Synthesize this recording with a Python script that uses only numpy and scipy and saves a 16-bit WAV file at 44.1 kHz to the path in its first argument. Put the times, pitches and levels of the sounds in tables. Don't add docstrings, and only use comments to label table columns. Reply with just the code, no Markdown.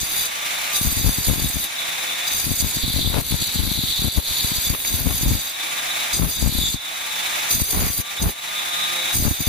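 import sys
import numpy as np
from scipy import signal
from scipy.fft import rfft, irfft, next_fast_len
from scipy.io import wavfile
from scipy.ndimage import uniform_filter1d

SR = 44100
rng = np.random.default_rng(int(sys.argv[2]) if len(sys.argv) > 2 else 0)


def output_pcm(signal):
    pcm = np.clip(np.atleast_2d(signal).T, -1, 1) * 32767
    wavfile.write(sys.argv[1], SR, np.round(pcm).astype(np.int16))


N = 418068
TIME = np.arange(N) / SR
FREE_SPEED_HZ, LOADED_SPEED_HZ = 174, 125

# time_s, squeal_db, sizzle_db
PASSES = [
    [(0.0, -25.5, -30), (0.088, -40, -35), (0.12, -32, -30), (0.152, -40, -30), (0.172, -32, -27.5),
     (0.262, -31.5, -29), (0.275, -36, -39)],
    [(0.735, -32, -31), (0.747, -27.5, -27), (0.807, -35.5, -29.5), (0.913, -28.5, -27),
     (0.921, -32, -28.5), (1.039, -31, -28.5), (1.203, -34, -30.5), (1.247, -27, -30), (1.259, -32, -24.5),
     (1.367, -38, -33), (1.423, -33, -29.5), (1.577, -35, -31.5), (1.653, -36.5, -27.5), (1.67, -38, -36)],
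    [(2.27, -33, -33), (2.28, -26, -29), (2.3, -40, -44), (2.32, -32, -29), (2.39, -29.5, -27),
     (2.57, -35, -32), (2.6, -25, -26), (2.63, -34, -30), (2.78, -31.5, -32), (2.84, -40, -36.5),
     (2.95, -35.5, -30.5), (3.04, -39, -34.5), (3.06, -43, -36), (3.09, -36, -33), (3.17, -40, -34),
     (3.19, -38, -30), (3.24, -45, -37), (3.28, -35.5, -31), (3.44, -34, -33.5), (3.79, -39.5, -32.5),
     (3.9, -37, -34), (3.94, -38, -41), (3.98, -36, -32), (4.08, -37, -31), (4.1, -40, -40),
     (4.17, -35, -29), (4.22, -46, -38.5), (4.3, -32.5, -30), (4.54, -35, -31), (4.56, -29, -31),
     (4.6, -33, -31), (4.66, -28, -26.5), (4.7, -28.5, -29), (4.76, -47, -33), (4.87, -31.5, -28),
     (5.08, -38.5, -30), (5.22, -32.5, -29.5), (5.51, -36.5, -35), (5.52, -49, -45)],
    [(6.125, -50, -39), (6.133, -23, -29), (6.261, -45, -31.5), (6.325, -29, -29), (6.343, -36, -35),
     (6.407, -29.5, -31), (6.499, -39, -34.5), (6.569, -35.5, -31.5), (6.745, -32, -34), (6.757, -51, -46),
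     (6.77, -50, -44)],
    [(7.495, -32, -31), (7.507, -26.5, -22), (7.651, -35, -29.5), (7.745, -32, -26.5), (7.783, -41, -27),
     (7.803, -33, -27.5), (7.969, -35, -29.5), (7.991, -34, -26), (8.015, -36, -30)],
    [(8.2, -48, -37), (8.226, -28, -29), (8.244, -42, -32), (8.296, -40, -30), (8.335, -50, -42)],
    [(9.125, -46, -36), (9.143, -30.5, -26), (9.345, -38.5, -31), (9.381, -42, -41), (9.411, -31, -25),
     (9.443, -37, -34), (9.48, -29, -21.5)],
]
# freq_hz, level_db
GRIT_SPECTRUM = [(400, 2), (1200, -3.5), (3000, 0), (4400, 4), (5400, -6.5), (6500, 2), (8600, -13),
                 (9800, 4.5), (12500, -0.5), (14500, 3), (15500, -29.5)]
# rest_hz, shift_hz_per_speed_hz, width_hz, level_db, full_load_change_db
DISC_WAVES = [(4410, -2, 90, -13, 3), (4410, 2, 80, -4, 1), (5680, -3, 50, -13, 0), (5680, 3, 40, 0, -9),
              (7455, -4, 36, -4, 0), (7455, 4, 44, -3, -2), (9660, -5, 40, -10, 2), (9660, 5, 42, -2, 0),
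              (12170, -6, 44, -6, 1), (12170, 6, 52, -2, -1), (14980, -7, 65, -8, 4),
              (5640, 12, 80, -14, -5), (6850, 17, 70, -9, -6), (9310, 16, 65, -5, -3),
              (12850, -4, 100, -9, -2), (12160, 14, 85, 0, -5), (13960, 4, 100, -6, 0)]


def grinding(speed):
    touching, squeal_db, sizzle_db = gated_curves(PASSES, fade_s=0.013)
    chatter = unit(amp(wobble(45) + 1.3 * wobble(160) + 0.75 * wobble(900)))
    low_waves = [wave for wave in DISC_WAVES if wave[0] + wave[1] * FREE_SPEED_HZ < 8500]
    high_waves = [wave for wave in DISC_WAVES if wave not in low_waves]
    squeal = amp(squeal_db + 4.5) * disc_ring(speed, low_waves)
    sizzle = amp(sizzle_db + 2.5) * disc_ring(speed, high_waves)
    hiss = amp(sizzle_db - 4.5 + 5.4 * loading(speed)) * noise(GRIT_SPECTRUM)
    return chatter * touching * (squeal + sizzle + hiss)


def disc_ring(speed, waves):
    hop = 24
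    load = loading(speed[::hop])
    turns = np.cumsum(speed + 0.6 * wobble(18) * (1 + loading(speed))) / SR
    ring = np.zeros((2, N))
    for rest_hz, shift, width_hz, level_db, load_db in waves:
        envelope = rng.standard_normal((2, 2, len(load)))
        for cutoff_hz in (width_hz / 2, 2.3 * width_hz):
            envelope = signal.lfilter(*signal.butter(1, cutoff_hz, fs=SR / hop), envelope)
        envelope = unit(envelope) * amp(level_db + load_db * load)
        in_phase, quadrature = np.repeat(envelope, hop, axis=2)[..., :N]
        phase = 2 * np.pi * (rest_hz * TIME + shift * turns)
        ring += in_phase * np.cos(phase) + quadrature * np.sin(phase)
    return unit(ring)


# time_s, level_db
DIGS = [
    [(2.75, -44), (2.832, -31), (2.872, -35), (3.058, -30.5), (3.176, -44), (3.332, -33), (3.358, -38),
     (3.414, -32.5), (3.552, -34), (3.588, -30), (3.62, -36), (3.914, -28.5), (4.136, -37), (4.166, -37),
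     (4.198, -43), (4.28, -32.5), (4.408, -28), (4.424, -35.5), (4.542, -35), (4.6, -39)],
    [(6.5, -40), (6.562, -33.5), (6.628, -37), (6.714, -49), (6.736, -30), (6.77, -56)],
]
# freq_hz, level_db
RASP_SPECTRUM = [(2000, -41), (3200, -8), (3600, -3), (4000, 1), (4500, -5), (5100, -19.5), (8000, -18)]


def rasp(speed):
    digging, level_db = gated_curves(DIGS, fade_s=0.075)
    once_a_turn = 1 + 0.1 * np.sin(2 * np.pi * np.cumsum(speed) / SR)
    scrape = digging * amp(level_db + 4.5) * once_a_turn * noise(RASP_SPECTRUM)
    crumbling = unit(amp(1.5 * wobble(60) + 2 * wobble(400)))
    return crumbling * scrape


# pitch_hz, width_hz, level_db
SHRIEK_MODES = [(3560, 120, -8), (7150, 500, -10)]


def shriek():
    return amp(-23.5) * swell(centre_s=6.665, half_width_s=0.067) * resonant_noise(SHRIEK_MODES)


# time_s, fan_db, whine_db
MOTOR_LEVELS = [(0.0, -39, -27), (0.05, -36, -35), (0.21, -35, -27), (0.34, -33.5, -37), (0.45, -32, -33.5),
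                (0.58, -30.5, -31.5), (0.61, -31.5, -45), (0.74, -31, -33), (0.76, -33, -25),
                (0.82, -38, -35), (0.95, -37.5, -31), (1.61, -39, -32), (1.66, -37.5, -31),
                (1.71, -35.5, -41), (1.79, -33.5, -21), (1.85, -32.5, -30), (2.03, -32, -31),
                (2.06, -32.5, -35), (2.11, -32.5, -24), (2.17, -33, -31), (2.19, -31.5, -29),
                (2.24, -32, -31), (2.32, -32.5, -30.5), (2.48, -39.5, -33), (2.59, -40.5, -29.5),
                (2.72, -39, -32.5), (2.9, -41, -23.5), (2.98, -40.5, -28), (3.06, -46, -24),
                (3.19, -38, -32), (3.22, -49, -40), (3.3, -42, -29), (3.51, -39.5, -32), (3.83, -43.5, -26),
                (3.93, -39, -20.5), (4.17, -45, -30), (4.2, -48, -37), (4.25, -44, -30), (4.33, -37.5, -30),
                (4.38, -37.5, -25), (4.62, -38.5, -33), (4.67, -39, -20.5), (4.7, -37.5, -36),
                (4.83, -46, -30), (4.86, -39, -32), (4.88, -38.5, -27.5), (5.02, -43, -35.5),
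                (5.2, -39.5, -30), (5.52, -38.5, -31.5), (5.62, -32.5, -28.5), (5.76, -32, -35),
                (5.78, -30, -25), (5.81, -34, -30), (5.83, -31.5, -35), (5.91, -31.5, -28),
                (6.12, -31.5, -32), (6.15, -33.5, -26), (6.2, -43, -41), (6.39, -40.5, -26),
                (6.47, -41, -39), (6.5, -43, -34), (6.68, -40, -18.5), (6.7, -43, -32), (6.78, -43.5, -31),
                (6.86, -36.5, -32), (7.26, -31, -29.5), (7.5, -30.5, -32.5), (7.58, -42, -32),
                (7.66, -43, -33.5), (7.87, -36, -43), (7.95, -44, -38), (8.05, -39, -40), (8.1, -36, -31),
                (8.16, -35.5, -39), (8.18, -32.5, -30), (8.26, -48, -41), (8.29, -37.5, -39),
                (8.34, -43, -40), (8.45, -36, -33.5), (8.55, -33.5, -30), (8.58, -33, -24),
                (8.66, -33, -30), (8.84, -31.5, -23), (8.9, -32, -29), (9.13, -31, -25.5), (9.19, -45, -42),
                (9.21, -42.5, -38), (9.45, -38, -30), (9.48, -35, -29)]
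# freq_hz, level_db
FAN_SPECTRUM = [(30, -21), (160, -15.5), (300, -13.5), (430, -16), (700, -3.5), (1400, -4), (1850, -2.5),
                (2400, -2.5), (3150, -3.5), (4000, -4), (4900, -9.5), (8500, -10.5), (11200, -10),
                (15500, -17.5)]
# pitch_hz, width_hz, level_db
VENT_MODES = [(780, 110, -9), (1850, 220, -4), (2370, 230, 2), (5900, 600, -3), (7100, 650, -1),
              (10600, 400, -4), (14700, 600, -4)]
# time_s, hum_db, whistle_db
TONE_LEVELS = [(0, -17, -12), (.6, -18, -6), (1.3, -18, -8), (2.1, -15, -14), (3, -17, -7), (5.4, -18, -9),
               (5.9, -16, -8), (6.5, -19, -9), (7.3, -21, -7), (8.2, -17, -7), (8.55, -17, -5),
               (8.8, -15, 1), (9.05, -11, -9), (9.48, -15, -10)]
# speed_multiple, level_db
HUM_ORDERS = [(1, -10), (2, -5), (3, -1), (4, 1)]
# pitch_hz, width_hz, level_db
CASE_MODES = [(3490, 34, -2), (3578, 40, -3), (3660, 80, -9), (3823, 20, -1), (3850, 60, -7)]


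def motor(speed):
    fan_db, whine_db = curves(MOTOR_LEVELS)
    hum_db, whistle_db = curves(TONE_LEVELS)
    load = loading(speed)
    rush = amp(5) * noise(FAN_SPECTRUM) + amp(1) * resonant_noise(VENT_MODES)
    rush *= amp(1.06 * wobble(70))
    angle = 2 * np.pi * np.cumsum(speed * (1 + 0.003 * wobble(25))) / SR
    hum = amp(hum_db) * sum(amp(db) * shaft_tone(angle, multiple) for multiple, db in HUM_ORDERS)
    whistle = amp(whistle_db) * shaft_tone(angle, multiple=7)
    whine = resonant_noise(CASE_MODES) * amp(whine_db - 0.77 - 5 * load + 1.05 * wobble(20))
    return amp(fan_db) * (rush + amp(-4 * load) * (hum + whistle)) + whine


def shaft_tone(angle, multiple):
    fading = amp(3 * np.array([wobble(12), wobble(12)]))
    return fading * np.sin(multiple * angle + rng.uniform(0, 2 * np.pi, (2, 1)))


def loading(speed):
    return np.clip((FREE_SPEED_HZ - speed) / (FREE_SPEED_HZ - LOADED_SPEED_HZ), 0, 1)


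def air_jet():
    ceiling = 0.48
    return ceiling * np.tanh((buffeting() + splutter() + pops()) / ceiling)


# time_s, level_db, left_minus_right_db
JET_LEVELS = [
    [(0.0, -50, 15.0), (0.022, -19.5, 24), (0.04, -41, 33), (0.064, -59, 11.5), (0.132, -54, 5),
     (0.174, -45, 16), (0.28, -65, 2)],
    [(0.75, -52, 7), (0.848, -33, 31), (0.878, -18, 15), (0.958, -32, 27), (1.028, -26, 32),
     (1.094, -11, 11), (1.15, -58, 4), (1.174, -35, 22), (1.212, -21.5, 27), (1.236, -50, 11),
     (1.28, -19, 23), (1.406, -22, 27), (1.498, -29, -15), (1.524, -64, -4), (1.544, -37, 21),
     (1.56, -26, 26), (1.68, -68, 3)],
    [(2.3, -59, 1.5), (2.37, -32, 22), (2.43, -43, 18), (2.47, -16.5, 34), (2.52, -20, 30),
     (2.56, -43, 12.0), (2.65, -20.5, 29), (2.74, -50, -7), (2.77, -20, -7), (2.82, -57, -1),
     (2.83, -25.5, -20), (2.92, -35, 14.5), (2.96, -19.5, 23), (3.04, -28.5, 29), (3.2, -15.5, 13),
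     (3.24, -43, 27), (3.34, -17.5, 28), (3.38, -35, 16.5), (3.42, -14, 23.5), (3.45, -61, 13.5),
     (3.47, -31, -13.0), (3.51, -46, 5.5), (3.55, -33.5, 34), (3.64, -17, 19), (3.68, -31, 29),
     (3.85, -29.5, 35), (3.94, -50, -5), (4.02, -28, 26.5), (4.08, -18.5, 23), (4.11, -58, 21.5),
     (4.18, -14.5, 17), (4.24, -67, 9), (4.31, -31.5, 0.0), (4.35, -65, 1.5), (4.45, -24, 31),
     (4.47, -43, 17), (4.59, -28.5, 21.0), (4.62, -66, -1), (4.71, -15.5, 32), (4.76, -45, 8),
     (4.84, -64, -12), (4.94, -19.5, 30), (4.98, -25.5, 13.0), (5.07, -15.5, 40), (5.2, -33.5, 5),
     (5.24, -20, 0), (5.35, -17, 7), (5.45, -67, 6)],
    [(6.12, -54, 5), (6.142, -23, 26), (6.216, -12.5, 26), (6.274, -14.5, 29), (6.336, -50, -21),
     (6.37, -38, 28), (6.416, -18, 9), (6.452, -14.5, 38), (6.538, -29, 27), (6.596, -17, 26),
     (6.684, -41, 5), (6.758, -41, 31), (6.79, -85, 5.0)],
    [(7.51, -59, 11.5), (7.532, -19, 27), (7.564, -28, 14), (7.63, -24.5, 24.0), (7.692, -59, -11),
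     (7.724, -34, 13.5), (7.772, -18.5, 2), (7.908, -31.5, -1), (7.948, -58, -1), (7.996, -22.5, 13),
     (8.03, -83, 6.5)],
    [(8.19, -56, 4.5), (8.208, -28, 4.5), (8.25, -14, 0), (8.288, -19, 2.5), (8.318, -47, -4),
     (8.35, -75, -1.5)],
    [(9.12, -57, 12), (9.172, -16.5, 0), (9.23, -21, 14), (9.312, -21, -5), (9.374, -71, 5.5),
     (9.392, -42, 19), (9.418, -15, 27), (9.44, -61, 17), (9.48, -16, 24.5)],
]
# freq_hz, level_db
BUFFET_SPECTRUM = [(15, -14), (35, -5), (65, 0.5), (130, -6.5), (270, -11), (450, -28), (1000, -32),
                   (2500, -55), (6000, -90)]


def buffeting():
    blowing, level_db, pan_db = gated_curves(JET_LEVELS, fade_s=0.018)
    eddies_per_s = 90
    arrivals = rng.random((2, N)) < eddies_per_s / SR
    eddies = unit(struck(arrivals * rng.standard_normal((2, N)), BUFFET_SPECTRUM))
    swirl = amp(-10) * noise(BUFFET_SPECTRUM)
    return blowing * amp(level_db + 1) * pan_gains(pan_db) * (eddies + swirl)


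# centre_s, half_width_s, level_db, left_minus_right_db
GUSTS = [(1.09, 0.036, -42, 0), (1.302, 0.02, -32, 13), (3.171, 0.065, -28, 10), (4.03, .04, -52, 7),
         (4.186, 0.017, -30.5, 10), (4.745, 0.015, -32, 18), (5.0, 0.03, -36.5, 14), (5.108, 0.031, -35, 8),
         (5.327, .07, -45, 10), (6.234, 0.085, -36.5, 6), (6.462, 0.026, -39, 3), (7.6, 0.0051, -27, 10),
         (7.79, 0.11, -31.5, 14), (8.251, 0.07, -32, 6), (9.259, 0.043, -33, 7)]
# freq_hz, level_db
SPLUTTER_SPECTRUM = [(100, -19), (350, -0.5), (1000, -5), (2000, -12.5), (4000, -15), (10000, -45)]


def splutter():
    envelope = sum(amp(level_db + 4.5) * pan_gains(pan_db)[:, None] * swell(centre_s, half_width_s)
                   for centre_s, half_width_s, level_db, pan_db in GUSTS)
    return envelope * unit(noise(SPLUTTER_SPECTRUM) * amp(4.8 * wobble(250)))


# time_s, level_db, left_minus_right_db
POPS = [(0.807, -22, 16), (0.844, -21.5, 30), (1.007, -26, 21), (1.179, -21, 18), (1.439, -20, 22),
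        (2.462, -25, 19), (2.764, -26, 8), (2.874, -22.5, 15), (3.318, -17.5, 24), (3.551, -23, 23),
        (3.71, -19, 28), (3.785, -23, 26), (3.831, -20.5, 29), (4.036, -40, 17.0), (4.039, -18.5, 21),
        (4.169, -20, 16), (4.512, -22.5, 22), (4.934, -21, 26), (5.23, -22, 3.0), (5.306, -19, 9),
        (6.408, -35, 15), (6.738, -20.5, 27), (7.727, -25.5, 20), (8.214, -26, 16), (9.166, -25, -0.5),
        (9.399, -21.5, 22)]
# freq_hz, level_db
POP_SPECTRUM = [(15, -44), (45, -1), (110, 6), (280, 0.5), (500, -24), (1100, -20.5), (2500, -46),
                (6000, -53)]


def pops():
    blows = np.zeros((2, N))
    delay_s = 0.005
    for time_s, level_db, pan_db in POPS:
        polarity = rng.choice([-1, 1])
        blows[:, round((time_s + delay_s) * SR)] = polarity * amp(level_db + 6) * pan_gains(pan_db)
    return struck(blows, POP_SPECTRUM)


# start_s, level_db
CHIPS = [(1.298, -24), (3.318, -13), (3.456, -29), (3.493, -13), (4.742, -19), (4.801, -16), (4.849, -11),
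         (5.09, -20), (7.598, -20)]
# freq_hz, level_db
CHIP_SPECTRUM = [(200, -22), (550, -12), (850, 3), (1300, -2), (2300, 12), (5000, -2), (12000, -24)]


def chips():
    blows = np.zeros((2, N))
    t = np.arange(SR // 40) / SR
    t60_s = 0.015
    for start_s, level_db in CHIPS:
        skitter = rng.standard_normal((2, len(t))) * amp(-60 * t / t60_s)
        start = round(start_s * SR)
        blows[:, start:start + len(t)] += amp(level_db) * skitter / np.linalg.norm(skitter[0])
    return struck(blows, CHIP_SPECTRUM)


# freq_hz, t60_s
ROOM_DECAY = [(200, 0.36), (2000, 0.2), (6000, 0.26), (14000, 0.12)]


def room(x):
    hz, t, bins = signal.stft(rng.standard_normal((2, SR // 2)), SR, nperseg=256)
    decay = amp(-60 * t / log_interp(ROOM_DECAY, hz)[:, None])
    _, tail = signal.istft(bins * decay, SR, nperseg=256)
    return signal.fftconvolve(x, tail / np.linalg.norm(tail[0]), axes=1)[:, :N]


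# freq_hz, correlation
STEREO_CORRELATION = [(100, 0.68), (300, 0.34), (650, -0.32), (1300, -0.28), (2400, .3), (3800, 0.57),
                      (5000, 0.28), (7000, -0.27), (14000, 0.21)]


def spread(pair):
    def mid_side_gains(hz):
        angle = np.arccos(log_interp(STEREO_CORRELATION, hz)) / 2
        return np.array([np.cos(angle), np.sin(angle)])
    mid, side = filtered(pair, mid_side_gains)
    return np.array([mid + side, mid - side])


def amp(db):
    return 10 ** (np.asarray(db) / 20)


def unit(x):
    return x / np.sqrt(np.mean(np.abs(x) ** 2) + 1e-20)


def pan_gains(pan_db):
    gains = amp([pan_db / 2, -pan_db / 2])
    return gains / np.sqrt(np.mean(gains ** 2, axis=0))


def log_interp(points, hz):
    freqs_hz, values = np.transpose(points)
    return np.interp(np.log(hz + 1), np.log(freqs_hz + 1), values)


def curves(rows):
    times_s, *columns = np.transpose(rows)
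    return [np.interp(TIME, times_s, column) for column in columns]


def gated_curves(tables, fade_s):
    spans = [(rows[0][0], rows[-1][0]) for rows in tables]
    gate = sum(np.interp(TIME, [start - fade_s, start, end, end + fade_s], [0, 1, 1, 0])
               for start, end in spans)
    return [gate] + curves(np.vstack(tables))


def swell(centre_s, half_width_s):
    return np.exp(-2 * ((TIME - centre_s) / half_width_s) ** 2)


def wobble(rate_hz):
    smooth = signal.resample_poly(rng.standard_normal(int(N * rate_hz / SR) + 4), 8, 1)
    return np.interp(TIME * rate_hz * 8, np.arange(len(smooth)), smooth)


def filtered(x, response):
    size = next_fast_len(N + SR // 4, True)
    return irfft(rfft(x, size) * response(np.fft.rfftfreq(size, 1 / SR)), size)[..., :N]


def noise(spectrum):
    return unit(filtered(rng.standard_normal((2, N)), lambda hz: amp(log_interp(spectrum, hz))))


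def resonant_noise(modes):
    def response(hz):
        return np.sqrt(sum(amp(level_db) ** 2 / width_hz / (1 + ((hz - pitch_hz) / width_hz) ** 2) ** 2
                           for pitch_hz, width_hz, level_db in modes))
    return unit(filtered(rng.standard_normal((2, N)), response))


def struck(blows, spectrum):
    size = 4096
    gains = amp(log_interp(spectrum, np.fft.rfftfreq(size, 1 / SR)))
    cepstrum = irfft(np.log(gains))[:size // 2]
    cepstrum[1:] *= 2
    impulse = irfft(np.exp(rfft(cepstrum, size)))
    return signal.oaconvolve(blows, impulse[None] / np.abs(impulse).max(), axes=1)[:, :N]


# time_s, speed_hz
DISC_SPEED = [(0.05, 158.7), (0.25, 160.9), (0.49, 171.5), (0.71, 172.6), (1.15, 147.8), (1.25, 145.0),
              (1.79, 166.7), (2.09, 169.0), (2.25, 174.0), (2.57, 156.0), (2.91, 124.6), (2.99, 124.8),
              (3.23, 135.5), (3.63, 124.5), (3.81, 129.2), (4.11, 127.7), (4.45, 137.1), (4.59, 146.6),
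              (4.83, 153.5), (5.13, 153.9), (5.31, 148.3), (5.49, 154.9), (5.65, 165.8), (5.93, 171.9),
              (6.15, 170.4), (6.35, 152.2), (6.53, 141.7), (6.67, 146.6), (6.81, 158.5), (6.93, 160.2),
              (7.09, 170.1), (7.37, 174.4), (7.89, 161.5), (8.11, 169.8), (8.31, 168.7), (8.55, 174.8),
              (9.11, 173.2), (9.43, 167.0)]


def scene():
    speed, = curves(DISC_SPEED)
    tool = motor(speed) + grinding(speed) + rasp(speed) + shriek()
    return spread(tool + amp(-13) * room(tool)) + air_jet() + chips()


def record(dry):
    cutoff_hz = 15540
    return filtered(dry, lambda hz: hz < cutoff_hz)


dry = scene()
out = record(dry)
output_pcm(out)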